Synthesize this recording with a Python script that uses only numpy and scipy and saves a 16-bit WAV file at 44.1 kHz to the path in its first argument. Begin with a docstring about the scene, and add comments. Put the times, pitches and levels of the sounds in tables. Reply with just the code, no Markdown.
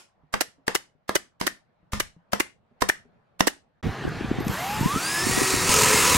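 """In a quiet workshop a pneumatic nail gun fires eight brads into a plywood box: a soft hiss swelling just before
the blow, the blow on the nail, exhaust puff and clack of the returning piston, from shaped noise and ringing
modes with a noise-tail room. After a short gap comes a noisier shed: low noise and pressure knocks are wind on
the microphones, and an electric drill spins up and bores into a panel, from speed-following tones, motor rush
and random chips."""
import sys
import numpy as np
from scipy import signal
from scipy.io import wavfile
from scipy.ndimage import uniform_filter1d

SR = 44100
rng = np.random.default_rng(int(sys.argv[2]) if len(sys.argv) > 2 else 0)


def put_to_file(sound):
    """Save the sound as 16-bit audio at rate SR, in the file named by the first command-line argument."""
    columns = np.atleast_2d(sound).T  # one column per channel
    safe = np.clip(columns, -1, 1)
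    whole_steps = np.round(safe * 32767)
    wavfile.write(sys.argv[1], SR, whole_steps.astype(np.int16))


N = 272097
LEAD = 4410  # samples before time zero
EVENT = 2600  # samples in a short event
EVENT_MS = np.arange(EVENT) / SR * 1000 - 10  # zero at the peak of swell()
TIME_S = np.arange(N) / SR


def amp(db):
    """Gain of a level in dB."""
    return 10 ** (np.asarray(db) / 20)


def evened(x):
    """Scaled to rms 1."""
    return x / np.sqrt(np.mean(x ** 2) + 1e-20)


def read(points, hz):
    """Value of a spectrum on a log-frequency axis."""
    f, value = np.transpose(points)
    return np.interp(np.log(hz + 1), np.log(f + 1), value)


def curve(rows):
    """Columns of a table at every sample, then a smoothed gate, 1 inside its time span."""
    s, *columns = np.transpose(rows)
    inside = 1. * (TIME_S > s[0]) * (TIME_S <= s[-1])
    return [np.interp(TIME_S, s, c) for c in columns] + [uniform_filter1d(inside, size=300)]


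def add(mix, s, sound):
    """Mixes a sound in at s seconds; the mix starts LEAD samples early."""
    part = mix[LEAD + round(s * SR):][:len(sound)]
    part += sound[:len(part)]


def coloured(x, points):
    """Causal minimum-phase filter shaped by a spectrum, taps of unit energy."""
    log_gain = np.log(amp(read(points, abs(np.fft.fftfreq(4096, 1 / SR)))))
    taps = np.fft.ifft(np.exp(np.conj(signal.hilbert(log_gain)))).real[:2048]
    return signal.oaconvolve(x, taps / np.linalg.norm(taps))


def ring(modes, detune=.0, size=6000):
    """Dying sines of a struck body, levels and pitches scattered, peak 1."""
    t = np.arange(size) / SR
    x = np.zeros(size)
    for hz, db, t60 in modes:
        decay = amp(db - 60 * t / t60 + 3.7 * rng.standard_normal())
        x += decay * np.sin(2 * np.pi * hz * (1 + detune * rng.standard_normal()) * t)
    return x / abs(x).max()


def resonate(x, hz, width):
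    """Shifts hz down to zero, smooths, and shifts back: a resonance of gain 1."""
    turn = np.exp(2j * np.pi * np.cumsum(hz * np.ones(len(x))) / SR)
    r = np.exp(-np.pi * width / SR)
    return 2 * (turn * signal.lfilter([1 - r], [1, -r], x / turn)).real


def noise(db, same, patchy_db):
    """Two channels of random short-time spectra, rms 1; db maps (Hz, s) to relative level."""
    frames, hz = N // 256 + 5, np.fft.rfftfreq(1024, 1 / SR)[:, None]
    a, b, c, d, patches = rng.standard_normal((frames, 513, 5)).T
    patches = uniform_filter1d(uniform_filter1d(patches, size=10, axis=0), size=10, axis=1)
    same = np.clip(read(same, hz), -1, 1)
    left = a + 1j * b
    right = same * left + np.sqrt(1 - same ** 2) * (c + 1j * d)
    level = amp(db(hz, np.arange(frames) * 256 / SR))
    level = level / np.sqrt((level ** 2).mean(0)) * amp(patchy_db * evened(patches))
    return evened(signal.istft(np.array([left, right]) * level, nperseg=1024, noverlap=768)[1][:, :N])


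def steady(spectrum):
    """Level function for noise(): one spectrum at all times."""
    return lambda hz, t: read(spectrum, hz) + 0 * t


def swell(rise_ms, fall_ms):
    """Envelope that peaks at 10 ms and is gone by 59 ms."""
    end = np.clip((49 - EVENT_MS) / 25, 0, 1)
    rise, fall = np.exp(-(EVENT_MS / rise_ms) ** 2), np.exp(-np.maximum(EVENT_MS, 0) / fall_ms)
    return end * np.where(EVENT_MS < 0, rise, fall)


def burst(envelope):
    """White noise under an envelope."""
    return rng.standard_normal(EVENT) * envelope


# workshop air spectrum: f/Hz, relative level/dB
QUIET_SPECTRUM = [(20, -28), (60, -8.5), (180, -3), (300, -17), (600, -8.5), (1100, -16), (1700, -20.5),
                  (2500, -28), (4000, -34.5), (6000, -45), (16000, -62)]
# workshop air over time: t/s, level/dB
QUIET_LEVEL = [(0.15, -67), (0.63, -66.5), (0.93, -70), (1.8, -67), (2.03, -68.5), (2.32, -65.5),
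               (2.51, -69), (2.75, -65), (2.86, -61.5), (3.8, -68)]


def quiet_air():
    """Workshop background: shaped noise, mostly separate in the two channels."""
    hiss = noise(steady(QUIET_SPECTRUM), [(50, 0.41), (9000, .05)], patchy_db=-2.0)
    return amp(curve(QUIET_LEVEL)[0]) * hiss


SHED_DB = -35
# shed spectrum: f/Hz, relative level/dB
SHED_SPECTRUM = [(59, -44), (100, 6), (424, -1), (583, -6.5), (768, 1.5), (891, -6.5), (1170, -3.5),
                 (1420, -5), (1610, -3.5), (3120, -14), (3320, -13), (14100, -40), (16000, -51)]


def shed_hum():
    """Shed background: shaped noise, nearly alike in both channels up to the treble."""
    same = [(200, 1.0), (550, 0.97), (1650, 1.0), (5000, 0.97), (15000, 0.085)]
    return amp(SHED_DB) * noise(steady(SHED_SPECTRUM), same, patchy_db=2.0)


# room decay: f/Hz, early t60/s
SHOP_T60 = [(100, 1), (400, 0.35), (1500, 0.35), (4000, 0.42), (9000, 0.35), (15000, 0.16)]
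# room colour: f/Hz, level/dB
SHOP_COLOUR = [(100, -7.5), (300, -9.5), (1000, -6), (2000, -2.5), (5000, -4), (10000, -3), (16000, -9.5)]


def shop(x):
    """Noise tails, decay by band, faster later; four take turns, so the room never repeats one pattern."""
    out, turn = np.zeros(x.shape), np.arange(x.shape[1]) // 1500 % 4
    for k in range(4):
        taps = rng.standard_normal((2, SR // 2)) * (np.arange(SR // 2) > 200)
        hz, t, z = signal.stft(taps, SR, nperseg=256)
        decay_db = -60 * t / read(SHOP_T60, hz)[:, None] - 16 * (t / 0.17) ** 2
        z = z * amp(read(SHOP_COLOUR, hz)[:, None] + decay_db)
        tail = signal.istft(z, SR, nperseg=256)[1]
        tail = tail / np.linalg.norm(tail[0])
        out += signal.fftconvolve(x * (turn == k), tail, axes=1)[:, :x.shape[1]]
    return out


ROOM_BLOW_DB, ROOM_PUFF_DB = -17, -37  # send level, evened over the shots


def room_share():
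    """Gain of the send to the room: larger where the direct sound of a shot is weak."""
    rows = [(r[0], ROOM_BLOW_DB - (r[2] + r[3]) / 2) for r in BLOWS]
    rows += [(r[0], ROOM_PUFF_DB - (r[2] + r[3]) / 2) for r in PUFFS]
    return amp(np.interp((np.arange(N + LEAD) - LEAD) / SR, *np.transpose(sorted(rows))))


LUMP_S, LUMP_DB = 0.011, 2.5  # random bumps of the wind: length, depth
# wind over time: t/s, level/dB before the bumps
WIND_LEVEL = [(3.83, -33.5), (3.87, -24.5), (3.99, -51), (4.08, -30), (4.13, -38), (4.51, -30.5),
              (4.57, -49), (4.86, -28), (4.9, -47), (4.97, -29), (5.0, -55), (5.21, -49), (5.24, -29),
              (5.45, -31.5), (5.5, -52), (5.53, -30), (6.02, -33.5), (6.17, -27)]
# wind spectrum: f/Hz, relative level/dB
GUST_SPECTRUM = [(20, -17), (60, 10), (120, 14.5), (250, 2.5), (450, 2), (900, -41)]
# strongest buffets: t/s, left level/dB, right level/dB, f/Hz at the peak
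BUFFETS = [(3.8704, -20.5, -11, 220.3), (4.0525, -18, -13, 320), (4.0784, -14, -18, 332),
           (4.2114, -15.5, -23, 332), (4.2476, -23, -16.5, 244), (4.3162, -9, -10, 290),
           (4.388, -16, -16, 230), (4.408, -22, -16, 287), (4.4703, -13, -17, 235), (4.499, -14, -16, 161),
           (4.812, -14.5, -13.5, 223), (4.832, -19, -18, 210), (4.8614, -7, -10.5, 247),
           (4.962, -13.5, -13, 251), (5.27, -17, -10.5, 298), (5.297, -16, -17, 237),
           (5.3782, -9, -12.5, 330), (5.4191, -10, -10.5, 390), (5.542, -13, -14, 323),
           (5.695, -14.5, -20, 220), (5.9459, -17, -15.5, 244), (6.1515, -13, -18, 218)]


def wind():
    """Lumpy low noise, partly shared by the channels, with single pressure knocks."""
    lumps = noise(steady(GUST_SPECTRUM), [(40, .7), (150, .7), (500, .4)], patchy_db=1.5)
    mix = np.zeros((2, N + LEAD))
    for s, left_db, right_db, hz in BUFFETS:
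        for side, db in zip(mix, (left_db, right_db)):
            # the swing slows as it dies
            cycles = hz / 1000 * EVENT_MS * (1 - 0.047 * np.clip(EVENT_MS, 0, 30))
            phase = .5 * rng.standard_normal()
            knock = np.cos(2 * np.pi * cycles + phase) * swell(650 / hz, 800 / hz)
            add(side, s - .01 + 0.00057 * rng.standard_normal(), -amp(db) * knock)
    window = np.hanning(round(2 * LUMP_S * SR))[None]
    bumps = evened(signal.oaconvolve(rng.standard_normal((2, N)), window, "same"))
    return amp(curve(WIND_LEVEL)[0] + LUMP_DB * (bumps - 0.5)) * lumps + mix[:, LEAD:]


def sides(mix, s, lag_ms, left_db, right_db):
    """Channel, start s and level dB on each side."""
    return zip(mix, (s + lag_ms / 1000, s), (left_db, right_db))


# nose of the gun set down on the lid: t/s, mean level/dB, f/Hz, left-right level/dB
TOUCHES = [(0.236, -50.5, 151, -4.5), (0.584, -54, 271, -3.5), (0.952, -59, 150.6, 16), (1.83, -53, 179, 3),
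           (2.165, -44.5, 170, 2.5), (2.713, -52, 236, -3), (3.054, -48.5, 243, 4.5)]


def touches(mix):
    """Nose on the lid: three dying modes."""
    for s, db, hz, pan_db in TOUCHES:
        thud = ring([(hz, 0, .12), (hz * 1.7, -6, .07), (hz * 2.6, -12, .05)])
        for side, sign in zip(mix, (1, -1)):
            add(side, s, amp(db + sign * pan_db / 2) * thud)


# modes struck by the returning piston: f/Hz, level/dB, t60/s
CAP_MODES = [(1160, -19.5, 0.004), (1990, -2.5, 0.013), (2860, -15, 0.018), (5400, -9, 0.004),
             (8150, -19.5, 0.0056)]
# piston clacks: right t/s, left lag/ms, left peak level/dB, right peak level/dB
CLACKS = [(0.413, 6, -7.5, -15), (0.7599, -1.5, -9.5, -6.5), (1.1624, 2., -5, -5), (1.4792, -1.5, -6, -16),
          (2.0051, 1.64, -8, -11.5), (2.403, 3.5, -4.5, -15), (2.8998, -1.23, -3, -2),
          (3.4806, 1.1, -4.5, -10.5)]


def clacks(mix):
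    """Returning piston: three impulses ring the cap modes."""
    for s, lag_ms, left_db, right_db in CLACKS:
        taps = np.zeros(300)
        taps[[0, 42, 190]] = .55, -1, -.3  # first touch, full stop, rebound
        clack = signal.oaconvolve(taps, ring(CAP_MODES, .04, size=1500))
        for side, at, db in sides(mix, s, lag_ms, left_db, right_db):
            add(side, at - .0012, amp(db) * clack / abs(clack).max())


# airy noise of puffs, hiss before a blow and trigger clicks: f/Hz, relative level/dB
AIR_SPECTRUM = [(150, -43), (500, 1), (1500, 1.5), (3500, -4), (5700, -2.5), (8100, -4.5), (12000, -8),
                (16000, -16.5)]
# exhaust puffs: right t/s, left lag/ms, left level/dB, right level/dB, pressure swing level/dB over the hiss setting
PUFFS = [(-.045, 0., -22, -22, -5.5), (0.4103, 3.5, -18, -15, -3.5), (0.7536, -2, -14.5, -17, .5),
         (1.1553, 2, -14.5, -14.5, 2.5), (1.4695, 3, -20, -17, -1.5), (2.002, 0.5, -19.5, -18.5, -3.5),
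         (2.4017, 3.5, -22, -16, 3), (2.8939, -2.5, -15, -21.5, -0.5), (3.473, 4.1, -17.5, -14, 5.5)]


def puffs(mix):
    """Exhaust: air noise with a short and a long fall, plus a 360 Hz pressure swing."""
    swing = np.cos(2 * np.pi * .36 * EVENT_MS) * swell(1.8, 2.6)
    hiss = swell(2.4, 3.4) + 0.2 * swell(5.8, 17.0) * signal.windows.tukey(EVENT, .2)
    for s, lag_ms, left_db, right_db, swing_db in PUFFS:
        for side, at, db in sides(mix, s, lag_ms, left_db, right_db):
            add(side, at - .01, amp(db) * coloured(burst(hiss), AIR_SPECTRUM))
            add(side, at - .0085, -amp(db + swing_db) * swing)


KNOCK_DB, KNOCK_T60_S = -7.5, 0.027  # lid knock: level over the blow, decay
# plywood box modes: f/Hz, level/dB, t60/s
BOX_MODES = [(198, 1, 0.17), (320, -3.5, 0.011), (495, 3, .05), (672, -8, 0.19), (962, 5.5, 0.028),
             (1390, -7, 0.011), (1520, -8, .03), (1870, -5.5, 0.033), (2520, -7.5, .025),
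             (3000, -6.5, 0.025)]
# blow spectrum: f/Hz, relative level/dB
CRACK_SPECTRUM = [(130, -29), (220, -2), (975, -1), (2000, -5.5), (2520, -13), (4020, -14.5), (5550, -12),
                  (6410, -19), (9180, -21), (11400, -25), (13400, -23.5), (15200, -32.5), (16000, -41)]
# driver blows: right t/s, left lag/ms, left peak level/dB, right peak level/dB,
# level/dB of the hiss swelling before the blow, box boom level/dB, bench thump level/dB
BLOWS = [(0.3411, 2.5, -7, -2.5, -39.5, -26.5, -48), (.682, -0.5, -5.5, -6, -42.5, -32, -49.5),
         (1.0944, 0., -7.5, -6.5, -44, -32, -47.5), (1.414, 1, -11.5, -10, -37.5, -28, -49.5),
         (1.9349, 0., -13, -14.5, -36, -26, -17.5), (2.3354, -1.36, -4.5, -5.5, -36, -27, -43),
         (2.8219, 3, -2, -0.5, -32.5, -20, -34), (3.4079, 1.1, -2.5, .5, -31, -20, -33.5)]


def blows(mix):
    """Soft hiss swelling just before two driver impacts and noise; ringing, rattling box and bench thump."""
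    for s, lag_ms, left_db, right_db, hiss_db, boom_db, thump_db in BLOWS:
        crack = .25 * burst(swell(2.0, 1.8))
        crack[353] -= 1.8  # the driver meets the nail
        crack[441] += 3.0  # two ms later the piston bottoms out
        knock = ring([(hz, db, KNOCK_T60_S) for hz, db, _ in BOX_MODES[4:8]], .06)
        boom = ring(BOX_MODES[:2], 0.026)
        thump = ring([(72.4, -14, 0.044), (146, 0, 0.025)], 0.027)
        for side, at, db in sides(mix, s, lag_ms, left_db, right_db):
            blow = coloured(crack + .2 * burst(swell(2.0, 2.5)), CRACK_SPECTRUM)
            add(side, at - .01, amp(db) * blow / abs(blow).max())
            add(side, at - .002, amp(db + KNOCK_DB) * knock)
            shake = burst(swell(1.0, 18.0))  # the loose lid keeps rattling its modes
            rattle = evened(signal.oaconvolve(shake, ring(BOX_MODES[2:], .08)))
            add(side, at - .01, amp(db - 37.0) * rattle)
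            add(side, at - .01, amp(db - 28.0) * coloured(shake, CRACK_SPECTRUM))
            add(side, at - .001, amp(thump_db) * thump)
            add(side, at - .002, amp(boom_db) * boom)
            add(side, at - .021, amp(hiss_db) * coloured(burst(swell(3.1, 20.5)), AIR_SPECTRUM))


def gun():
    """Blow, puff and clack of a shot have their own times and strengths in the left and right channels."""
    mix = np.zeros((2, N + LEAD))
    for part in (touches, clacks, puffs, blows):
        part(mix)
    return mix


QUIET_END_S = 3.808  # start of the 6.8 ms fade


def workshop():
    """The gun, its room and the quiet air, faded out before the shed."""
    dry = gun()
    fade = np.clip((QUIET_END_S - TIME_S) / 0.0068 + 1, 0, 1)
    return ((dry + shop(dry * room_share()))[:, LEAD:] + quiet_air()) * fade


# trigger clicks: t/s, level/dB
TRIGGER = [(4.09, -42.5), (4.403, -40), (4.449, -38), (4.481, -24)]


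def trigger():
    """Short bursts of air-coloured noise."""
    mix = np.zeros(N + LEAD)
    for at, db in TRIGGER:
        add(mix, at - .01, amp(db) * coloured(burst(swell(0.23, 2.2)), AIR_SPECTRUM))
    return mix[LEAD:]


# stepped squeaks of the speed control: t/s, length/s, start f/Hz, end f/Hz, level/dB
SQUEAKS = [(4.399, 0.033, 12700, 12650, -50), (4.437, .034, 12700, 13500, -52),
           (4.464, .016, 12900, 12450, -44), (4.48, .018, 12700, 12900, -47),
           (4.496, .027, 11700, 11950, -43), (4.52, .03, 12500, 12500, -42),
           (4.557, 0.024, 11800, 11600, -46), (4.59, .07, 12400, 12300, -44),
           (4.67, 0.04, 11700, 11700, -44), (4.7, 0.075, 12200, 12350, -47), (4.8, .029, 12400, 12250, -43),
           (4.835, 0.073, 12650, 12750, -48), (5.12, .09, 12500, 12500, -46)]


def squeaks():
    """Short high tones, slightly rough."""
    mix = np.zeros(N + LEAD)
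    for s, length, hz, end_hz, db in SQUEAKS:
        size = round(length * SR)
        rough_hz = 500 * uniform_filter1d(rng.standard_normal(size), size=60)
        phase = 2 * np.pi * np.cumsum(np.linspace(hz, end_hz, size) + rough_hz) / SR
        add(mix, s, amp(db) * np.sin(phase) * signal.windows.tukey(size, .3))
    return mix[LEAD:]


def whine(hz, width):
    """A tone blurred by noise in a resonance that follows it."""
    tone = np.sqrt(2) * np.sin(2 * np.pi * np.cumsum(hz) / SR)
    return 1.11 * tone + 0.59 * evened(resonate(rng.standard_normal(N), hz, width))


FULL_HZ = 380  # armature at full speed, turns/s
GROWL_DB, GROWL_SAG_DB, GROWL_HZ = -39, -25, 248  # gear slap: at rest, change at GROWL_HZ turns/s
# gear mesh, swelling at the gear case resonances: f/Hz, level/dB
MESH_LEVEL = [(440, -60), (600, -47), (730, -35), (1100, -33.5), (1270, -28.5), (1480, -41.5), (1725, -35),
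              (1860, -42), (1920, -37.5)]
# upper tones: multiple of armature speed, level/dB before the housing
UPPER = [(12, -42), (15, -37), (20, -34), (25, -36), (30, -37)]
# housing response: f/Hz, gain/dB
HOUSING_GAIN = [(3900, -30), (4500, 0), (5400, -1), (5750, -6), (6400, -24), (7000, -24), (7550, -5),
                (7900, -24), (8900, -20), (9500, -4), (10200, -7), (10900, -26)]
# armature tones: multiple of armature speed, level/dB at full speed
ORDERS = [(1, -37), (2, -44), (3, -41)]


def gear_tones(speed):
    """Five-tooth mesh, upper tones through the housing, gear slap fading with speed, armature orders."""
    tones = amp(read(MESH_LEVEL, 5 * speed)) * whine(5 * speed, 15.)
    fast = np.clip((speed - 255) / 65, 0, 1)
    for k, db in UPPER:
        tones += amp(db + read(HOUSING_GAIN, k * speed)) * fast * whine(k * speed, 6 * k)
    slap = sum(evened(resonate(rng.standard_normal(N), k * speed, 70)) for k in (10, 15))
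    tones += amp(GROWL_DB + GROWL_SAG_DB * (speed / GROWL_HZ) ** 3) * slap
    for k, db in ORDERS:
        tones += amp(db) * (speed / FULL_HZ) ** 9 * whine(k * speed, 5 * k)
    return tones


# whine while the bit cuts: t/s, f/Hz, level/dB, level/dB at 3 f, level/dB at 5 f
LOADED_WHINE = [(5.68, 385, -48, -54, -47), (5.73, 428, -37, -34, -51), (5.85, 430, -35.5, -48, -59),
                (5.97, 427.4, -35.5, -34, -30), (6.05, 398, -51, -38, -38), (6.12, 372.5, -46, -41, -56),
                (6.17, 355, -58, -32, -30)]


def strain():
    """Shifting whine under load: fundamental, third and fifth multiples."""
    hz, first_db, third_db, fifth_db, loaded = curve(LOADED_WHINE)
    levels = ((1, first_db), (3, third_db), (5, fifth_db))
    return loaded * sum(amp(db) * whine(k * hz, 12.0 * k) for k, db in levels)


# rush spectra spinning up, running free, cutting wood: f/Hz, relative level/dB
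SLOW_SPECTRUM = [(290, -42), (500, -13), (784, -26), (906, -4.5), (1510, -11), (2610, -13), (6900, -22.5),
                 (7530, -19.5), (8960, -29.5), (9920, -18), (10800, -33), (12100, -21), (16000, -33)]
FREE_SPECTRUM = [(150, -27), (250, -16.5), (380, -21), (629, -30), (748, -11), (875, -19), (1140, -7),
                 (1450, -13), (1850, -7.5), (3060, -15), (7440, -15), (9830, -14), (12500, -30),
                 (15200, -23), (16000, -8)]
BORING_SPECTRUM = [(150, -22), (250, -1.5), (367, -10), (414, 5), (710, -13), (988, -4), (1280, -5),
                   (1470, -9.5), (2130, -3), (3400, -11.5), (3840, -5.5), (5930, -6.5), (6700, -6.5),
                   (14900, -19.5), (16000, -19)]
# motor shell bands: f/Hz, width/Hz, lift/dB
SHELL_BANDS = [(1310, 160, 0.5), (2660, 230, 2.5), (5000, 310, -0.5), (6500, 380, 2), (7600, 230, 2.5),
               (8550, 290, 5.5), (9800, 250, 2.5), (11400, 480, 4)]
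# channel likeness of the rush: f/Hz, likeness/0-1
RUSH_LIKENESS = [(60, 0.98), (130, 0.92), (290, 0.59), (640, 1), (1410, 1.0), (3100, 1.0), (6820, 1),
                 (15000, 0.66)]


def rush():
    """Fan and brush noise, brighter with speed and coloured again under load."""
    def colour(hz, t):
        """Relative level dB of the rush at each frequency and frame."""
        fast = np.clip((np.interp(t, *np.transpose(SPEED)) - 180) / 160, 0, 1)
        bite = np.clip(np.interp(t, *np.transpose(BITE)), 0, 1)
        slow = read(SLOW_SPECTRUM, hz)
        free = slow + fast * (read(FREE_SPECTRUM, hz) - slow)
        shell = sum(db / (1 + (2 * (hz - f) / width) ** 2) for f, width, db in SHELL_BANDS)
        return free + bite * (read(BORING_SPECTRUM, hz) - free) + shell

    return noise(colour, RUSH_LIKENESS, patchy_db=1.53)


# panel ringing under the bit: f/Hz, width/Hz, relative level/dB
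PANEL_MODES = [(512, 66, -1.5), (991, 67, 2), (1284, 45, 0.5), (1645, 98, -7), (2210, 120, -9),
               (2510, 220, -3), (2640, 250, -21), (5100, 200, -8), (6490, 170, -0.5), (7150, 450, 1),
               (8530, 330, -11)]


def chips(throb):
    """Random impulses, 1500 a second on average, throbbing and ringing the panel."""
    sizes = amp(3.14 * np.minimum(rng.exponential(1, N), 5))
    hits = sizes * (rng.random(N) < 1500 / SR) * rng.choice([-1, 1], N) * throb ** 3
    ringing = [amp(db) * np.sqrt(1 / width) * resonate(hits, f, width) for f, width, db in PANEL_MODES]
    return evened(sum(ringing))


RUSH_ON_S, RUSH_IDLE_DB, RUSH_GAIN_DB, RUSH_POWER = 4.49, -35.5, 10., 2.7  # grows with speed
CUT_S, CUT_RISE_S, CUT_DB = 5.67, 0.046, 5.5  # the bit sinks in
THROB_HZ, THROB, THROB_TWICE = 42, .17, .12  # rasp pulse: rate, depth, depth at twice the rate
# armature: t/s, speed/turns per s
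SPEED = [(4.5, 88), (4.55, 113.3), (4.6, 135.8), (4.65, 152), (4.712, 165.8), (4.814, 174.5), (4.908, 227),
         (4.956, 253), (5.018, 296), (5.06, 317), (5.11, 333), (5.2, 345), (5.29, 374), (5.39, 383.6),
         (5.5, 380), (5.6, 371), (5.65, 375), (5.7, 386)]
# pressure on the bit: t/s, pressure/0-1
BITE = [(4.47, 0.14), (5.3, 0.46), (5.5, 0.77), (5.66, 0.56), (5.8, 0.95), (5.9, 0.55), (6.17, .8)]


def drill():
    """Gear and armature tones over the rush of the motor; the bit adds throbbing chips."""
    speed, on = curve(SPEED)
    tones = gear_tones(speed) * on + strain() + squeaks()
    cut_db = CUT_DB * np.clip((TIME_S - CUT_S) / CUT_RISE_S, 0, 1)
    rush_db = RUSH_IDLE_DB + RUSH_GAIN_DB * (speed / FULL_HZ) ** RUSH_POWER + cut_db
    bite = np.clip(curve(BITE)[0], 0, 1)
    running = np.clip((TIME_S - RUSH_ON_S) / 0.093 + .5, 0, 1)
    turn = 2 * np.pi * THROB_HZ * TIME_S
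    throb = 1 + bite ** 2 * (THROB * np.sin(turn) + THROB_TWICE * np.sin(2 * turn))
    motor = rush() * throb + amp(-1.0) * bite * chips(throb)
    return tones + trigger() + amp(rush_db) * running * motor


SHED_START_S = 3.8275


def scene():
    """The workshop, a short gap, then the shed."""
    start = np.clip((TIME_S - SHED_START_S) / 0.001, 0, 1)
    return workshop() + (shed_hum() + wind() + drill()) * start


EDGE_HZ = 15900


def record(dry):
    """Hard overload just above full scale, then the band limit."""
    held = np.clip(dry, -1.05, 1.05)
    taps = signal.firwin(511, EDGE_HZ, window=("kaiser", 9), fs=SR)
    return signal.oaconvolve(held, taps[None], "same")


dry = scene()
out = record(dry)
put_to_file(out)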